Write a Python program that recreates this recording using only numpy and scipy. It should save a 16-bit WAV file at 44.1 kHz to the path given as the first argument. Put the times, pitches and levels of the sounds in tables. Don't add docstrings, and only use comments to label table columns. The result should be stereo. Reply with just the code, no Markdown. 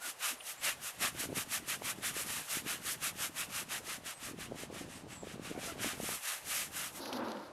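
import sys
import numpy as np
from scipy import signal
from scipy.fft import rfft, irfft
from scipy.io import wavfile
from scipy.ndimage import uniform_filter1d

SR = 44100
rng = np.random.default_rng(int(sys.argv[2]) if len(sys.argv) > 2 else 0)


def log_audio(samples):
    frames = np.atleast_2d(samples).T
    limited = np.clip(frames, -1, 1)
    pcm = np.round(limited * 32767).astype(np.int16)
    wavfile.write(sys.argv[1], SR, pcm)


N = 331632
TIME = np.arange(N) / SR
BINS = np.fft.rfftfreq(N, 1 / SR)

# frequency in Hz, relative level in dB.
AIR_TONE = [(25, -14), (80, -5.5), (200, -8.5), (400, -2.5), (600, 4.5), (900, 3), (2200, -8.5),
            (4500, -12), (11000, -21), (15000, -37)]
# start and length in seconds, start and end pitch in Hz,
# level in dB, second harmonic over the first in dB.
HEN_NOTES = [(0, .09, 698, 725, -62.5, 11.5), (5.539, 0.07, 708, 803, -51.5, -9),
             (5.668, 0.058, 685, 660, -52.5, 2.5)]

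# middle and length in seconds, strength in dB.
STROKE_CUES = [(0.074, 0.078, -44), (0.268, 0.1, -37.0), (0.496, 0.074, -46.5), (0.674, 0.084, -34.5),
               (0.87, 0.075, -44), (1.046, 0.073, -33.5), (1.217, 0.073, -40.5), (1.391, 0.068, -38.5),
               (1.549, 0.07, -38.5), (1.718, 0.069, -38), (1.886, 0.072, -40.0), (2.069, 0.065, -35.5),
               (2.191, 0.084, -41.0), (2.345, 0.15, -41.5), (2.543, 0.1, -39), (2.713, 0.086, -39.5),
               (2.897, 0.084, -39), (3.06, 0.072, -37.5), (3.234, 0.081, -40), (3.403, 0.077, -39),
               (3.576, 0.093, -40), (3.742, 0.077, -37.0), (3.915, 0.097, -40), (4.091, 0.07, -39),
               (4.263, 0.09, -40.5), (4.429, 0.078, -40), (4.612, 0.079, -40), (4.786, 0.1, -39.5),
               (4.945, 0.115, -43.5), (5.131, 0.08, -41), (5.302, 0.098, -40), (5.481, 0.1, -39),
               (5.666, 0.11, -38), (5.867, 0.12, -34.5), (6.102, 0.154, -43), (6.302, 0.128, -40),
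               (6.57, 0.15, -38.5), (6.811, 0.13, -42.0), (6.97, 0.054, -51.0)]
# time in seconds, share hidden from 0 to 1.
BEHIND_RUMP = [(3.3, 0.1), (4.2, .45), (5.0, 0.88), (5.3, 0.99), (5.65, 0.58), (6.1, 0.1)]
# frequency in Hz, relative level in dB.
COAT_TONE = [(180, -34), (300, -24), (372, -21), (620, -7), (985, -7), (1200, -1), (1490, -2), (1780, -0.5),
             (2210, -1.5), (2740, -0.5), (4650, -7.5), (5570, -7), (11000, -3), (12500, -3.5), (15500, -25)]
# frequency in Hz, left minus right in dB.
COAT_PAN = [(300, -2), (950, -1), (1250, -1.5), (1520, -1.5), (1750, -4), (2020, -4), (2400, -2.5),
            (3000, -5), (3750, -4), (4700, 0.5), (7500, 0), (11000, -2), (14000, -0.5)]
# frequency in Hz, left-right likeness from 0 to 1.
COAT_LIKENESS = [(300, 1), (1000, 0.99), (2000, 0.94), (4200, 0.67), (6000, 1), (8500, 0.28), (12000, 0.56)]
# time in seconds, relative level in dB, pitch in Hz, half-width in seconds.
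PAT_CUES = [(0.074, -52, 295, 0.02), (0.333, -48.5, 267, 0.017), (0.409, -41.5, 2850, 0.0055),
            (5.871, -37.5, 278, 0.015)]

# start and length in seconds, start pitch, end pitch and
# mid-note bend in Hz, relative level in dB.
BIRD_NOTES = [(0.368, 0.094, 10030, 9060, -200, -50), (0.553, .065, 6900, 7900, 150, -51),
              (4.12, 0.079, 8240, 7950, 200, -52), (4.874, 0.15, 8300, 8700, -150, -56.5),
              (5.085, .165, 7400, 6900, 748, -51)]

# start and length in seconds, strength in dB.
GUST_CUES = [(0.612, 0.23, -57), (1.003, .24, -43.5), (1.238, 0.16, -39), (1.41, 1.0, -48.5),
             (2.545, 0.12, -44), (2.704, 1.36, -50), (4.235, .53, -43.5), (4.77, .45, -45),
             (5.218, 0.92, -41.5), (6.445, 0.56, -52.5)]
EDDY_PITCHES = [189, 232, 304, 430]
# frequency in Hz, relative level in dB.
RUMBLE_TONE = [(25, -8.5), (70, -0.5), (140, 3.5), (300, -2), (600, -41), (1500, -44)]
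# time in seconds, relative peak in dB, pitch in Hz.
KNOCK_CUES = [(1.24, -27, 415), (1.37, -26.5, 420), (1.821, -23, 650), (1.987, -30.5, 239),
              (2.167, -25.5, 359), (2.572, -26.5, 260), (2.664, -26.5, 270), (3.157, -35, 229),
              (3.297, -33.5, 250), (4.389, -30, 377), (4.522, -20.5, 436), (4.636, -25, 420),
              (4.728, -27.5, 360), (5.234, -24.5, 453), (5.272, -24.5, 378), (5.397, -26.5, 380),
              (5.515, -24.5, 366), (5.578, -22, 400), (5.846, -21.5, 540), (6.002, -20.5, 476),
              (6.091, -21, 550)]

# frequency in Hz, relative level in dB.
WHOOSH_TONE = [(40, -36), (110, -10), (170, -21), (215, -4), (350, 2.5), (410, -7.5), (550, 2), (680, -6.5),
               (900, -1.5), (1150, -8.5), (1400, -7), (1900, -19.5), (3500, -26), (9000, -56)]

# start and length in seconds, level in dB.
SCUFF_CUES = [(7.015, .075, -47.5), (7.13, 0.042, -47.5), (7.25, 0.068, -55), (7.33, 0.14, -61.5)]
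# frequency in Hz, relative level in dB.
CRACKLE_TONE = [(800, -22), (2000, -13), (3200, -5), (3900, 6), (4900, 3.5), (6500, -6), (8500, -29),
                (10800, -1), (13000, -10), (15500, -24)]
# time in seconds, relative level in dB, pitch in Hz, decay in seconds.
CRUNCH_CUES = [(7.058, -32, 2500, 0.0044), (7.129, -32, 4200, 0.0057), (7.17, -39, 2980, 0.0036),
               (7.285, -41, 4000, .003), (7.319, -33, 3900, 0.0019), (7.371, -41, 2500, .004)]


def gain_of(db):
    return 10 ** (np.asarray(db) / 20)


def unit_rms(x):
    return x / np.sqrt(np.mean(x ** 2) + 1e-20)


def curve(points):
    hz, value = np.transpose(points)
    return np.interp(np.log(BINS + 1), np.log(hz + 1), value)


def ramp(start_s, length_s):
    return np.clip((TIME - start_s) / length_s, 0, 1)


def swells(cues, rise_s, fall_s):
    gain = np.zeros(N)
    for start, length, db in cues:
        outside = np.maximum(start - TIME, 0) / rise_s + np.maximum(TIME - start - length, 0) / fall_s
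        gain = np.maximum(gain, gain_of(db) * np.exp(-outside))
    return gain


def colour(x, gain):
    return unit_rms(irfft(rfft(x) * gain, N))


def wander(rate_hz):
    return colour(rng.standard_normal(N), np.exp(-(BINS / rate_hz) ** 2))


def stereo_noise(likeness):
    common, apart = rfft(rng.standard_normal((2, N)))
    common *= np.sqrt((1 + likeness) / 2)
    apart *= np.sqrt((1 - likeness) / 2)
    return irfft(np.array([common + apart, common - apart]), N)


def band_noise(low_hz, high_hz, samples):
    band = signal.butter(2, [low_hz, high_hz], "band", fs=SR, output="sos")
    return unit_rms(signal.sosfilt(band, rng.standard_normal(samples)))


def pan(side_db):
    return gain_of(np.array([[.5], [-.5]]) * side_db)


def add(mix, start_s, sound):
    part = mix[max(round(start_s * SR), 0):][:len(sound)]
    part += sound[:len(part)]


def open_air(db=-57.5, swell_db=1):
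    breath = gain_of(db + swell_db * wander(rate_hz=4.5))
    return breath * colour(stereo_noise(likeness=0.61), gain_of(curve(AIR_TONE)))


def call(length, start_hz, end_hz, arch_hz, db, jitter):
    progress = np.linspace(0, 1, int(length * SR))
    hz = start_hz + (end_hz - start_hz) * progress + arch_hz * np.sin(np.pi * progress)
    waver = unit_rms(uniform_filter1d(rng.standard_normal(len(hz)), size=60))
    phase = 2 * np.pi * np.cumsum(hz * (1 + jitter * waver)) / SR
    return phase, gain_of(db) * signal.windows.tukey(len(hz), .5) * np.sqrt(2)


def hen(third_db=-9, hoarse=.3):
    out = np.zeros(N)
    for start, length, start_hz, end_hz, db, second_db in HEN_NOTES:
        phase, envelope = call(length, start_hz, end_hz, 0, db, jitter=0.043)
        overtones = gain_of(second_db) * np.sin(2 * phase) + gain_of(third_db) * np.sin(3 * phase)
        add(out, start, envelope * (np.sin(phase) + overtones))
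    return out * (1 + hoarse * wander(rate_hz=200)) * pan(side_db=-7)


def stroke_levels(db, follow, push_db, hidden_db, usual_db=-40):
    middles, _, strength_db = np.transpose(STROKE_CUES)
    is_push = np.arange(len(middles)) % 2
    hidden = np.interp(middles, *np.transpose(BEHIND_RUMP))
    return db + follow * (strength_db - usual_db) + push_db * is_push + hidden_db * hidden


def stroke_envelope(levels_db, rise_shape, fall_shape, linger_db, linger_s):
    power = np.zeros(N)
    for k, ((middle, length, _), db) in enumerate(zip(STROKE_CUES, levels_db)):
        rise = length * (0.26 if k % 2 else 0.4)
        fall = length - rise
        near = slice(max(int((middle - .5) * SR), 0), int((middle + .5) * SR))
        t = TIME[near] - (middle - length / 2 + rise)
        slide = gain_of(-6 * np.where(t < 0, abs(t / rise) ** rise_shape, abs(t / fall) ** fall_shape))
        linger = gain_of(linger_db) ** 2 * np.exp(-(t / linger_s) ** 2)
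        power[near] += gain_of(db) ** 2 * (slide ** 2 + linger)
    return np.sqrt(power)


def hairs(grain_db, tuft_db):
    noise = stereo_noise(curve(COAT_LIKENESS))
    return noise * gain_of(grain_db * wander(rate_hz=3000) + tuft_db * wander(rate_hz=35))


def flank_echo(x, share, delay_s, sway):
    late = TIME - delay_s * np.exp(sway * wander(rate_hz=3.33))
    echo = np.array([np.interp(late, TIME, side) for side in x])
    return (x + share * echo) / np.sqrt(1 + share ** 2)


def gloves(split_hz=4200, tips_hz=9000):
    rasp_db = stroke_levels(db=-40, follow=1.0, push_db=0, hidden_db=-12.5)
    hiss_db = stroke_levels(db=-39.5, follow=0.79, push_db=-1.13, hidden_db=-15.0)
    tips_db = stroke_levels(db=-42.0, follow=0.55, push_db=-1.0, hidden_db=-33)
    coat = gain_of(curve(COAT_TONE)) * pan(curve(COAT_PAN))
    below_split = 1 / (1 + (BINS / split_hz) ** 8)
    below_tips = 1 / (1 + (BINS / tips_hz) ** 8)
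    rasp = colour(hairs(grain_db=1.0, tuft_db=1.04), coat * np.sqrt(below_split))
    rasp = flank_echo(rasp, share=0.17, delay_s=0.000897, sway=0.359)
    rasp *= stroke_envelope(rasp_db, rise_shape=1.57, fall_shape=3.07, linger_db=-24.5, linger_s=0.34)
    fine_hairs = hairs(grain_db=1.6, tuft_db=1.0)
    hiss = colour(fine_hairs, coat * np.sqrt((1 - below_split) * below_tips))
    sizzle = colour(fine_hairs, coat * np.sqrt(1 - below_tips))
    shape = dict(rise_shape=1.64, fall_shape=3.1, linger_db=-24.0, linger_s=0.2)
    return rasp + hiss * stroke_envelope(hiss_db, **shape) + sizzle * stroke_envelope(tips_db, **shape)


def pats(band_ratio=1.17):
    out = np.zeros(N)
    t = np.arange(-SR // 20, SR // 20) / SR
    for time, db, hz, half_width in PAT_CUES:
        touch = band_noise(hz / band_ratio, hz * band_ratio, len(t)) * np.exp(-(t / half_width) ** 2)
        add(out, time + t[0], gain_of(db) * touch / 2)
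    return out


def leaf_scatter(x, t60_s):
    t = np.arange(SR // 3) / SR
    tail = rng.standard_normal((2, len(t))) * gain_of(-60 * t / t60_s)
    return signal.oaconvolve(np.array([x, x]), tail / np.linalg.norm(tail[0]), axes=1)[:, :N]


def small_bird(direct_db=-11, scatter_db=-7):
    song = np.zeros(N)
    for start, *note in BIRD_NOTES:
        phase, envelope = call(*note, jitter=0.022)
        add(song, start, envelope * np.sin(phase))
    scattered = gain_of(scatter_db) * leaf_scatter(song, t60_s=.25)
    return (gain_of(direct_db) * song + scattered) * pan(side_db=-5)


def eddy(hz):
    phase_squared = (np.pi * hz * np.arange(-SR * .015, SR * .015) / SR) ** 2
    return (1 - 2 * phase_squared) * np.exp(-phase_squared)


def gusts(calm_db=-77, lumpy_db=1.5):
    strength = np.maximum(swells(GUST_CUES, rise_s=0.022, fall_s=0.021), gain_of(calm_db))
    return strength * gain_of(lumpy_db * wander(rate_hz=14))


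def breeze(flutter_db=-3, eddies_per_s=120, spread_db=4.0, rumble_db=-25, rumble_follow=0.59,
           knock_db=-1.0, right_db=-21):
    strength = gusts()
    patter = np.zeros((2, N))
    for hz in EDDY_PITCHES:
        arrives = rng.random((2, N)) < eddies_per_s / len(EDDY_PITCHES) / SR
        size = gain_of(spread_db * np.clip(rng.standard_normal((2, N)), -2, 1))
        polarity = rng.choice([-1, 1], (2, N))
        patter += signal.oaconvolve(arrives * size * polarity, np.sqrt(hz) * eddy(hz)[None], "same")
    air = unit_rms(patter) * strength * gain_of(flutter_db)
    rumble = colour(rng.standard_normal((2, N)), gain_of(curve(RUMBLE_TONE)))
    air += rumble * strength ** rumble_follow * gain_of(rumble_db)
    for (time, db, hz), sign in zip(KNOCK_CUES, rng.choice([-1, 1], len(KNOCK_CUES))):
        knock = sign * gain_of(db + knock_db) * eddy(hz)
        add(air[0], time - len(knock) / 2 / SR, knock)
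    return air * gain_of([[0], [right_db]])


def whoosh(db=-38.5, start_s=6.94, peak_s=7.23, rise_db_per_s=45, fall_db_per_s=51,
           hum_db=-4.5, start_hz=300, end_hz=195, width_hz=18):
    rush = colour(stereo_noise(likeness=1.0), gain_of(curve(WHOOSH_TONE)))
    hum_hz = start_hz + (end_hz - start_hz) * ramp(start_s, length_s=.47)
    phase = 2 * np.pi * np.cumsum(hum_hz) / SR
    hum = wander(width_hz) * np.cos(phase) + wander(width_hz) * np.sin(phase)
    hum *= 1 - ramp(start_s=7.36, length_s=0.11)
    t = TIME - peak_s
    swell_db = np.minimum(rise_db_per_s * t, -fall_db_per_s * t)
    return (rush + gain_of(hum_db) * hum) * gain_of(db + swell_db) * ramp(start_s, length_s=0.067)


def hooves(grain_db=4, crunch_db=-6):
    crackle = stereo_noise(likeness=0.22) * gain_of(grain_db * wander(rate_hz=1600))
    scuffs = swells(SCUFF_CUES, rise_s=0.013, fall_s=0.019)
    out = colour(crackle, gain_of(curve(CRACKLE_TONE))) * scuffs * pan(side_db=4)
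    t = np.arange(SR // 20) / SR
    for time, db, hz, decay in CRUNCH_CUES:
        snap = band_noise(hz / 2, hz * np.sqrt(2), len(t)) * np.exp(-t / decay)
        for side in out:
            add(side, time - .001, gain_of(db + crunch_db) * snap)
    return out


def scene():
    return gloves() + pats() + breeze() + open_air() + hen() + small_bird() + whoosh() + hooves()


def record(dry):
    lowpass = signal.firwin(511, cutoff=15750, window=("kaiser", 9), fs=SR)
    return signal.oaconvolve(dry, lowpass[None], "same")


dry = scene()
out = record(dry)
log_audio(out)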